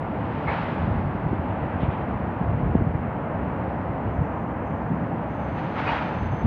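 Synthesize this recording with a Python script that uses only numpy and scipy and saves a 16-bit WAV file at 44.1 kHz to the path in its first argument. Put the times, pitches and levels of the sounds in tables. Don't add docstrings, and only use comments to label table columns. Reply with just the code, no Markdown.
import sys
import numpy as np
from scipy import signal
from scipy.fft import rfft, irfft, next_fast_len
from scipy.io import wavfile

SR = 44100
rng = np.random.default_rng(int(sys.argv[2]) if len(sys.argv) > 2 else 0)


def pcm_store(signal):
    levels = np.round(np.clip(np.atleast_2d(signal), -1, 1) * 32767)
    wavfile.write(sys.argv[1], SR, levels.astype(np.int16).T)


N = 284886

# frequency in Hz, relative level in dB.
TRAFFIC_COLOUR = [(30, -32.5), (65, 1.5), (160, 4), (220, 2), (300, 2.5), (380, -3), (600, 0), (760, -0.5),
                  (890, -0.5), (1060, -5.5), (2000, -17), (2950, -30), (3600, -45), (4600, -53.5),
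                  (8000, -78.5)]
# pitch in Hz, width in Hz, relative level in dB.
ENGINE_NOTES = [(165.5, 35, 1.5), (232.4, 18, -7), (298, 37, -6.5)]
# start in seconds, length in seconds, relative level in dB.
ENGINE_SURGES = [(4.677, 0.064, -34.5), (4.876, 0.07, -25.5), (4.983, .05, -31.5), (5.083, 0.049, -28.5)]
# frequency in Hz, relative level in dB.
WIND_COLOUR = [(22, -48.5), (35, -27.5), (50, -5.5), (70, 2), (130, 1), (170, -4.5), (230, -2.5),
               (310, -15), (420, -26), (800, -35), (2000, -70.5), (8000, -130)]
# start in seconds, length in seconds, relative level in dB, extra deep bass in dB.
RUMBLE_SWELLS = [(0.403, 0.06, -25, 0.5), (0.805, 0.17, -26.5, 6.5), (1.214, 0.066, -23, -12),
                 (1.443, 0.025, -34.5, 2.5), (1.71, 0.12, -33, 8), (2.103, 0.042, -27, 7.5),
                 (2.438, 0.16, -26, 9), (2.593, 0.23, -28.5, 1.5), (2.862, 0.17, -29, 9),
                 (3.31, 0.065, -29.5, 4.5), (4.018, 0.057, -27.5, 6), (6.21, 0.091, -31, 8),
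                 (6.418, 0.05, -12.5, 2)]
# frequency in Hz, relative level in dB.
STREET_COLOUR = [(200, -26.5), (450, -6), (720, -2.5), (900, 5.5), (1080, -4.5), (1300, -1.5), (1800, -5.5),
                 (2500, -10), (3300, -17.5), (3900, -23.5), (4500, -27.5), (5500, -35.5), (7200, -42),
                 (10000, -62)]
# loudest moment in seconds, time to fade by about 5 dB in seconds,
# level in dB, treble limit in Hz.
VEHICLE_PASSES = [(0.614, 0.33, -37.5, 4860), (1.779, 0.38, -43, 3620), (2.546, 0.47, -49.5, 4340),
                  (3.701, .4, -50.5, 4960), (5.897, 0.27, -36.5, 5450), (6.43, 0.13, -44.5, 5000)]
# start in seconds, rise time in seconds, level in dB, treble limit in Hz.
FAR_KNOCKS = [(.456, 0.054, -30.5, 4300), (0.57, 0.055, -42.5, 5500), (5.55, 0.025, -39, 5500),
              (5.75, 0.045, -29.5, 5600), (5.825, 0.076, -27, 5530)]
# start in seconds, relative level in dB, brightness in dB per octave
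# around 1000 Hz, a number that multiplies the pitch.
METAL_BLOWS = [(0.466, 0, -1.5, 1), (5.864, -7, 5, 1.12)]
# base pitch in Hz, width in Hz, relative level in dB.
METAL_NOTES = [(558, 170, -28), (793, 110, -29.5), (1140, 210, -32), (1803, 380, -31.5), (2210, 81, -33.5),
               (2560, 57, -45), (4070, 160, -57.5)]
# middle in seconds, relative level in dB, pitch in Hz.
LOW_THUMPS = [(0.982, -16, 149), (1.049, -12.5, 114), (1.071, -15, 131), (1.264, -7.5, 150),
              (1.332, -11, 242), (1.396, -13.5, 150), (1.504, -15.5, 125), (1.76, -13, 165),
              (1.834, -8.5, 141), (1.888, -11, 119), (2.414, -12, 160), (2.502, -9.5, 100),
              (2.548, -14, 100), (2.635, -13.5, 110), (2.661, -13.5, 150), (2.696, -10.5, 120),
              (2.754, -2, 219), (2.76, -12, 94), (2.813, -12.5, 290), (2.822, -10.5, 99.6),
              (2.873, -12, 141), (2.952, -16, 125), (3.361, -17.5, 120), (3.479, -13.5, 135),
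              (4.191, -13.5, 84), (4.205, -14, 170), (4.218, -10, 114), (6.227, -13, 89), (6.335, -18, 141),
              (6.452, -13, 158)]
# start in seconds, length in seconds, level in dB.
DRY_SWISHES = [(1.788, .055, -46.5), (1.893, 0.045, -51.5)]
# frequency in Hz, relative level in dB.
SWISH_COLOUR = [(1200, -16), (2300, 2), (3050, -2.5), (3650, -10), (4150, -22.5), (5600, -37), (8000, -54)]
# start in seconds, length in seconds, relative level in dB, first pitch in Hz,
# last pitch in Hz, level of the rough edge in dB compared with the core.
WHINE_NOTES = [(4.075, 0.21, -85.5, 6190, 6100, -0.5), (4.31, .14, -87, 6130, 6130, -2),
               (4.595, 0.13, -83, 6220, 6270, -3), (4.8, .44, -93.5, 6230, 6220, -4.5),
               (5.251, 0.34, -79.5, 6230, 6220, -2.5), (5.525, 0.58, -79, 6210, 6220, -2),
               (6.112, .28, -70, 6200, 6145, -9)]


def undb(db):
    return 10 ** (np.asarray(db) / 20)


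def unit(x):
    return x / np.sqrt(np.mean(x ** 2))


def wander(rate):
    size = next_fast_len(N)
    hz = np.fft.rfftfreq(size, 1 / SR)
    spectrum = rfft(rng.standard_normal(size)) * np.exp(-(hz / rate) ** 2)
    return unit(irfft(spectrum, size)[:N])


def noise_bands(colour, count):
    hz, db = np.transpose(colour)
    size = next_fast_len(N)
    octave = np.log2(np.fft.rfftfreq(size, 1 / SR) + 1)
    spectrum = rfft(rng.standard_normal(size)) * undb(np.interp(octave, np.log2(hz), db))
    centres = np.geomspace(hz[0], hz[-1], count)
    shares = [np.interp(octave, np.log2(centres), row) for row in np.eye(count)]
    bands = np.array([irfft(spectrum * share, size)[:N] for share in shares])
    return centres, bands / np.std(bands.sum(axis=0))


def blurred_tone(hz, width_hz):
    phase = 2 * np.pi * np.cumsum(hz * np.ones(N)) / SR
    return wander(width_hz) * np.cos(phase) + wander(width_hz) * np.sin(phase)


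def envelope(start, length, rise_s, fade_s):
    age = np.arange(N) / SR - start
    return np.clip(age / rise_s, 0, 1) * np.exp(-np.maximum(age - length, 0) / fade_s)


def swelling(steady_db, swells, rise_s, fade_s):
    power = sum((undb(db) * envelope(start, length, rise_s, fade_s)) ** 2 for start, length, db in swells)
    return np.sqrt(undb(steady_db) ** 2 + power)


def street_noise(events, steepness=7):
    centres, bands = noise_bands(STREET_COLOUR, count=14)
    powers = np.array([loudness ** 2 for loudness, _ in events])
    limits = np.array([limit_hz for _, limit_hz in events])
    shares = [1 / (1 + (hz / limits) ** steepness) for hz in centres]
    return sum(band * np.sqrt(share @ powers) for band, share in zip(bands, shares))


def far_traffic(level_db=-29.5, swell_db=0.3, flicker_db=0.65):
    _, bands = noise_bands(TRAFFIC_COLOUR, count=12)
    roar = sum(band * undb(flicker_db * wander(rate=7)) for band in bands)
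    return roar * undb(level_db - swell_db * wander(rate=1))


def engine_drone(steady_db=-41.5):
    loudness = swelling(steady_db, ENGINE_SURGES, rise_s=0.048, fade_s=0.029)
    return loudness * sum(undb(db) * blurred_tone(hz, width) for hz, width, db in ENGINE_NOTES)


def wind(breeze_db=-29.5, gain_db=-3.5, deep_hz=105, rise_s=0.03, fade_s=0.13):
    swells = [(start, length, db) for start, length, db, _ in RUMBLE_SWELLS]
    deep_swells = [(start, length, db + extra) for start, length, db, extra in RUMBLE_SWELLS]
    loudness = swelling(breeze_db, swells, rise_s, fade_s)
    bass_gain = swelling(breeze_db, deep_swells, rise_s, fade_s) / loudness
    centres, bands = noise_bands(WIND_COLOUR, count=12)
    depths = 1 / (1 + (centres / deep_hz) ** 4)
    rumble = sum(band * bass_gain ** depth for band, depth in zip(bands, depths))
    churn_db = 0.9 * wander(rate=30) + 1.05 * wander(rate=2)
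    return rumble * unit(undb(churn_db)) * loudness * undb(gain_db)


def passing_vehicles(falloff=1.61, flutter_db=0.74):
    t, passes = np.arange(N) / SR, []
    for closest_s, fade_s, db, limit_hz in VEHICLE_PASSES:
        distance = np.hypot(1, (t - closest_s) / fade_s)
        passes.append((undb(db) / distance ** falloff, limit_hz))
    return street_noise(passes) * undb(flutter_db * wander(rate=30))


def clatters(echo_s=0.16, rattle_db=1.0):
    bursts = [(undb(db) * envelope(start, rise, rise, echo_s), limit_hz)
              for start, rise, db, limit_hz in FAR_KNOCKS]
    return street_noise(bursts) * undb(rattle_db * wander(rate=30))


def clanks(rise_s=0.013, ring_s=0.3):
    out = 0
    fade_s = ring_s / np.log(1000)
    for start, blow_db, bright_db, pitch in METAL_BLOWS:
        ring = sum(undb(db + bright_db * np.log2(hz / 1000)) * blurred_tone(hz * pitch, width)
                   for hz, width, db in METAL_NOTES)
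        out = out + ring * undb(blow_db) * envelope(start, rise_s, rise_s, fade_s)
    return out


def tick(level_db=-70):
    loudness = envelope(start=0.747, length=0.001, rise_s=0.001, fade_s=0.003)
    return blurred_tone(hz=7000, width_hz=2500) * undb(level_db) * loudness


def thumps(gain_db=-4.0, width_cycles=0.53, ragged=0.49, steepen=0.37):
    t, out = np.arange(N) / SR, np.zeros(N)
    wobble = ragged * wander(rate=250)
    for middle_s, db, hz in LOW_THUMPS:
        near = np.abs(t - middle_s) < 0.05
        cycles = (t[near] - middle_s) * hz
        phase = 2 * np.pi * cycles + wobble[near]
        loudness = undb(db + gain_db) * np.exp(-0.5 * (cycles / width_cycles) ** 2)
        out[near] -= loudness * np.sin(phase + steepen * undb(db) * np.sin(phase))
    return out


def rustles():
    _, bands = noise_bands(SWISH_COLOUR, count=2)
    loudness = sum(undb(db) * envelope(start, length, rise_s=0.02, fade_s=0.033)
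                   for start, length, db in DRY_SWISHES)
    return bands.sum(axis=0) * loudness


def whine(gain_db=0.5, waver_hz=16, flutter_db=0.6):
    t, out = np.arange(N) / SR, 0
    waver = waver_hz * wander(rate=14)
    for start, length, db, first_hz, last_hz, edge_db in WHINE_NOTES:
        hz = np.interp(t, [start, start + length], [first_hz, last_hz]) + waver
        tone = blurred_tone(hz, width_hz=50) + undb(edge_db) * blurred_tone(hz, width_hz=210)
        out = out + tone * undb(db + gain_db) * envelope(start, length, rise_s=0.08, fade_s=0.16)
    return out * undb(flutter_db * wander(rate=14))


def scene():
    background = far_traffic() + engine_drone() + wind()
    events = passing_vehicles() + clatters() + clanks() + tick() + thumps() + rustles() + whine()
    return (background + events)[np.newaxis]


def record(dry, low_hz=42, top_hz=15500, hiss_db=-77.5):
    bass_cut = signal.butter(2, low_hz, "high", fs=SR, output="sos")
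    treble_cut = signal.ellip(10, 0.1, 80, top_hz, fs=SR, output="sos")
    hiss = undb(hiss_db) * rng.standard_normal(dry.shape)
    return signal.sosfilt(treble_cut, signal.sosfilt(bass_cut, dry) + hiss)


dry = scene()
out = record(dry)
pcm_store(out)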